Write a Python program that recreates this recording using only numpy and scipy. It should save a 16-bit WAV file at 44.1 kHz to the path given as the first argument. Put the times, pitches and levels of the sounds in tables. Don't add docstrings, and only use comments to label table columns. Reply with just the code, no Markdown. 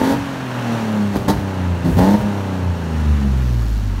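import sys
import numpy as np
from scipy import signal
from scipy.fft import rfft, irfft
from scipy.io import wavfile
from scipy.ndimage import map_coordinates

SR = 44100
rng = np.random.default_rng(int(sys.argv[2]) if len(sys.argv) > 2 else 0)


def wav_out(sig):
    wavfile.write(sys.argv[1], SR, np.round(np.clip(np.atleast_2d(sig).T, -1, 1) * 32767).astype(np.int16))


N = 176400
MID_SPEED_HZ = 95.9


def undb(db):
    return 10 ** (np.asarray(db) / 20)


def curve(rows, at):
    return np.interp(at, *np.array(rows, float).T)


def response(rows, hz):
    pitch_hz, level_db = np.array(rows, float).T
    return undb(np.interp(np.log(np.maximum(hz, 1)), np.log(pitch_hz), level_db))


def colour(x, rows, size=16384):
    cepstrum = irfft(np.log(response(rows, np.fft.rfftfreq(size, 1 / SR))))
    cepstrum[1:size // 2] *= 2
    cepstrum[size // 2 + 1:] = 0
    ringing = irfft(np.exp(rfft(cepstrum)))[:size // 2]
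    y = signal.fftconvolve(x, ringing)[:N]
    return y / np.std(y)


def wander(turns_per_s):
    points = rng.standard_normal(256)
    at = np.arange(0, N, 64)
    smooth = map_coordinates(points, [at / SR * turns_per_s], mode="mirror")
    y = np.interp(np.arange(N), at, smooth)
    return y / np.std(y)


def puffs(fired, rows, fade, scatter_db=0.8, size=1024):
    strength = undb(scatter_db * rng.standard_normal(size))[fired.astype(int) % size]
    return colour(rng.standard_normal(N) * strength * np.exp(-fade * (fired % 1)), rows)


# time_s, speed_hz
ENGINE_SPEED = [(0, 126), (0.08, 134.1), (0.145, 140), (0.19, 140), (0.28, 137), (0.33, 134), (0.53, 124.5),
                (0.73, 115.3), (1.06, 101.7), (1.22, 98.5), (1.27, 97.9), (1.34, 101), (1.49, 95.5),
                (1.77, 85.7), (1.89, 85), (1.99, 88), (2.13, 103.5), (2.18, 105), (2.26, 103), (2.52, 93.9),
                (2.9, 80.4), (3.21, 70.3), (3.51, 60.6), (3.74, 52.7), (4, 46.5)]

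def engine(t):
    speed_hz = curve(ENGINE_SPEED, t)
    return speed_hz, 2 * np.cumsum(speed_hz) / SR


# start_s, length_s, level_db, rasp_db, scatter_db, hardness_db
FUEL_BURNS = [(-.03, 0.063, -12, -1.5, 4.5, 9.5), (0.035, 0.1, -4.5, 2, 2.5, 4.5),
              (1.141, 0.012, -6.5, -8, -6.5, -1.5), (1.283, 0.024, 3.5, 8.5, -1, -3.5),
              (1.848, 0.053, 5, -4.5, 3, -18), (1.971, 0.023, 7, 2, 2, -22),
              (1.981, 0.065, 4.5, 1.5, 3.5, -0.5), (2.039, 0.11, 3.5, 0.5, 2.7, -2)]

def throttle(t, attack_s=0.004, release_s=0.017):
    gates = []
    for start_s, length_s, *_ in FUEL_BURNS:
        rise = np.clip((t - start_s) / attack_s + 1, 0, 1)
        gates.append(rise * np.exp(-np.maximum(t - start_s - length_s, 0) / release_s))
    gates = np.array(gates).T
    _, _, level_db, rasp_db, scatter_db, hardness_db = np.array(FUEL_BURNS).T
    loud = (gates * undb(level_db)).max(1)
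    hard = (gates * undb(level_db + hardness_db)).max(1)
    rasp = (gates * undb(rasp_db)).max(1)
    return gates.max(1), loud, hard, rasp, scatter_db[gates.argmax(1)]


# late_firings, level_db
CYLINDERS = [(0.031, 1.5), (0.1, 0.5), (-0.053, 3), (0.082, 5.1), (0.0066, 4), (0.13, 6)]

def exhaust_pulses(fired, scatter_db, jitter_firings=0.009, size=1024):
    time_luck, level_luck = rng.standard_normal((size, 2)).T
    late, level_db = np.array(CYLINDERS)[np.arange(size) % len(CYLINDERS)].T
    at = np.interp(np.arange(size) + late + jitter_firings * time_luck, fired, np.arange(N))
    i = at.astype(int)
    strength = undb(level_db + scatter_db[i] * level_luck) * (i > 0) * (i < N - 1)
    spill = strength * (at - i)
    return (np.bincount(i, strength - spill, N + 1) + np.bincount(i + 1, spill, N + 1))[:N]


# pitch_hz, level_db
BARK_PIPE = [(30, -9), (60, -2), (95, 3.5), (135, -9), (200, 3), (280, 1.5), (400, -8), (530, -7.5),
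             (700, -15.5), (900, -6), (1200, -28.5), (1850, -24), (2500, -35), (5000, -61)]
# pitch_hz, level_db
RASP_COLOUR = [(100, 6), (300, 22.5), (900, 8.5), (1300, 5.5), (1900, 8.5), (2500, -10), (3500, 3),
               (4400, 3.5), (4900, -2), (6000, -1.5), (7600, -6.5), (9700, -6), (10400, -12), (11500, -3.5),
               (15700, -14)]

def bark(fired, loud, hard, rasp, scatter_db, split_hz=269):
    pipe = colour(exhaust_pulses(fired, scatter_db), BARK_PIPE)
    body = signal.sosfiltfilt(signal.butter(2, split_hz, fs=SR, output="sos"), pipe)
    edge = pipe - body
    gas = puffs(fired, RASP_COLOUR, fade=0.2)
    return undb(-14) * (loud * body + hard * edge) + undb(-28.5) * rasp * gas


# pitch_hz, level_db
BOOM_PIPE = [(45, -30.5), (52, -26), (60, -23), (66, -20), (70, -21.5), (74, -14), (82, -25), (85, -25.5),
             (87.5, -14), (92, -22), (98, -20), (109, -23), (119, -16), (136, -22), (155, -27.5),
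             (180, -26.5), (194, -31), (207, -19.5), (228, -26.5), (255, -33.5), (280, -27.5), (350, -39)]
# speed_multiple, level_db, slope_db_per_octave, idle_change_db
BOOM_TONES = [(1, -0.5, -14.5, -0.5), (2, 4.5, 4.5, -1.5), (3, -0.5, -3.5, -15)]

def boom(speed_hz, fired, idle_from_hz=64, idle_span_hz=12, wobble_db=0.9):
    out = 0
    idle = np.clip((idle_from_hz - speed_hz) / idle_span_hz, 0, 1)
    for multiple, level_db, slope_db, idle_db in BOOM_TONES:
        db = level_db + slope_db * np.log2(speed_hz / MID_SPEED_HZ) + idle_db * idle
        db += wobble_db * min(multiple, 2) * wander(18)
        tone = np.cos(np.pi * multiple * fired)
        out += undb(db) * response(BOOM_PIPE, multiple * speed_hz) * tone
    return out


# pitch_hz, level_db
BURBLE_PIPE = [(90, -41), (120, -28.5), (145, -44.5), (180, -35), (255, -37), (310, -43), (370, -44.5),
               (400, -37.5), (430, -45.5), (600, -42.5), (730, -51.5), (850, -44), (1050, -53.5),
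               (1600, -72)]
# time_s, level_db
BURBLE_LEVEL = [(0, 4), (.45, -3.5), (.75, 4), (1.15, -1), (1.7, -0.5), (2.3, 1.5), (3, -0.5), (4, -4.5)]

def burble(t, speed_hz, fired, rasp, waver=0.3, bank_db=6, growl_db=3.5, dull_from_hz=242):
    out, bank = 0, len(CYLINDERS) // 2
    octaves_slow = np.maximum(np.log2(MID_SPEED_HZ / speed_hz), 0)
    for overtone in range(bank + 1, 42):
        on_bank = overtone % bank == 0
        if on_bank and overtone // bank <= len(BOOM_TONES):
            continue
        pitch_hz = overtone * speed_hz / bank
        octaves_high = np.maximum(np.log2(pitch_hz / dull_from_hz), 0)
        db = bank_db * on_bank - 12 * octaves_slow * octaves_high
        angle = 2 * np.pi * (overtone * fired / len(CYLINDERS) + rng.random())
        tone = (1 + waver * wander(14)) * np.cos(angle) + waver * wander(14) * np.sin(angle)
        out += undb(db) * response(BURBLE_PIPE, pitch_hz) * tone
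    return out * (undb(curve(BURBLE_LEVEL, t)) + undb(growl_db) * rasp)


# time_s, level_db
RUSH_LEVEL = [(0, -26), (.22, -29), (.45, -29.5), (.7, -26.5), (1.05, -30.5), (1.25, -32), (1.6, -31.5),
              (1.8, -32), (2.25, -30.5), (2.7, -33.5), (3.05, -31.5), (3.4, -34.5), (3.7, -37.5),
              (4, -36.5)]
HISS_LEVEL = [(0, -41), (.45, -44.5), (.75, -40.5), (1.1, -44), (1.75, -46.5), (2.25, -43.5), (2.7, -47),
              (3.1, -44.5), (3.6, -47), (4, -47.5)]
# pitch_hz, level_db
RUSH_COLOUR = [(20, -22), (60, -13), (130, -2), (300, -5.5), (500, -12.5), (900, -7.5), (1200, -10),
               (1600, -10.5), (2300, -18.5), (2800, -17), (4000, -30), (7000, -45), (15000, -70)]
HISS_COLOUR = [(500, -36), (2500, -2), (4300, 3.5), (4900, -3.5), (5600, 0.5), (6800, -2.5), (7600, -6),
               (9700, -8), (10400, -12.5), (11200, -9), (13000, -12), (15700, -15)]

def gas_flow(t, fired):
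    rush = undb(curve(RUSH_LEVEL, t)) * puffs(fired, RUSH_COLOUR, fade=0.13)
    hiss = undb(curve(HISS_LEVEL, t)) * puffs(fired, HISS_COLOUR, fade=0.15)
    return rush + hiss


# middle_s, half_length_s, level_db
SPUTTERS = [(0.183, 0.07, -28), (1.194, 0.049, -23), (1.372, 0.056, -23.5), (1.935, 0.065, -18),
            (2.01, 0.068, -22.5), (2.207, 0.034, -19.5)]
# pitch_hz, level_db
SPUTTER_COLOUR = [(25, -31), (42, -29), (58, 5.5), (85, 2), (130, 2.5), (220, -11.5), (400, -13),
                  (900, -49.5)]

def sputter(t):
    swell = sum(undb(db) * np.exp(-((t - middle_s) / half_s) ** 2) for middle_s, half_s, db in SPUTTERS)
    rumble = colour(rng.standard_normal(N), SPUTTER_COLOUR)
    return swell, 2 * swell * np.tanh(rumble)


# time_s, level_db
POPS = [(1.156, -6), (1.167, -6), (1.283, 1), (1.299, 1), (1.987, 1), (2.03, -8)]
# pitch_hz, level_db
POP_COLOUR = [(60, 5), (250, 7), (500, 16), (950, 8), (1400, 0.5), (1900, -12.5), (2600, -9), (4000, -5.5),
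              (8000, -17), (15000, -15.5)]
# pitch_hz, level_db, ring_s (time to fade by 60 dB)
PIPE_NOTES = [(190, -19, 0.056), (290, -27, 0.051), (407, -21.5, 0.18)]

def pops(t, rise_s=0.005, decay_s=0.0074):
    blast = ring = 0
    for time_s, pop_db in POPS:
        age = np.maximum(t - time_s, 0)
        rise = np.clip((t - time_s) / rise_s + 0.5, 0, 1)
        blast += undb(pop_db) * rise * np.exp(-age / decay_s)
        for pitch_hz, note_db, ring_s in PIPE_NOTES:
            ring += undb(pop_db + note_db - 60 * age / ring_s) * np.sin(2 * np.pi * pitch_hz * age)
    return undb(-13.5) * blast * colour(rng.standard_normal(N), POP_COLOUR) + ring


# time_s, level_db
TICK_LEVEL = [(3.1, -67), (3.4, -49), (3.7, -47), (4, -57)]
# pitch_hz, level_db
TICK_COLOUR = [(1500, -30), (4200, 8), (6500, 3), (9500, -5), (12500, 0), (15700, -5)]

def valve_ticks(t, fired):
    return undb(curve(TICK_LEVEL, t)) * puffs(fired, TICK_COLOUR, fade=4)


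def yard_echo(x, delay_s=0.007, ring_s=0.3, low_cut_hz=350):
    t = np.arange(SR) / SR
    tail = rng.standard_normal(SR) * undb(-60 * t / ring_s) * (t > delay_s)
    tail /= np.linalg.norm(tail)
    tail = signal.sosfilt(signal.butter(2, low_cut_hz, "high", fs=SR, output="sos"), tail)
    return x + undb(-11) * signal.fftconvolve(x, tail)[:N]


def scene():
    t = np.arange(N) / SR
    speed_hz, fired = engine(t)
    load, loud, hard, rasp, scatter_db = throttle(t)
    swell, flutter = sputter(t)
    boom_dip = (1 - 0.58 * load) / (1 + 11 * swell)
    car = boom_dip * boom(speed_hz, fired) + burble(t, speed_hz, fired, rasp) + gas_flow(t, fired)
    car += bark(fired, loud, hard, rasp, scatter_db) + flutter + pops(t) + valve_ticks(t, fired)
    return yard_echo(car)[None]


def record(dry, low_cut_hz=44.7, peak_limit=0.85, top_hz=15700):
    x = signal.sosfilt(signal.butter(4, low_cut_hz, "high", fs=SR, output="sos"), dry)
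    rounded = peak_limit * np.tanh(x / peak_limit)
    return signal.sosfilt(signal.ellip(10, 0.2, 80, top_hz, fs=SR, output="sos"), rounded)


dry = scene()
out = record(dry)
wav_out(out)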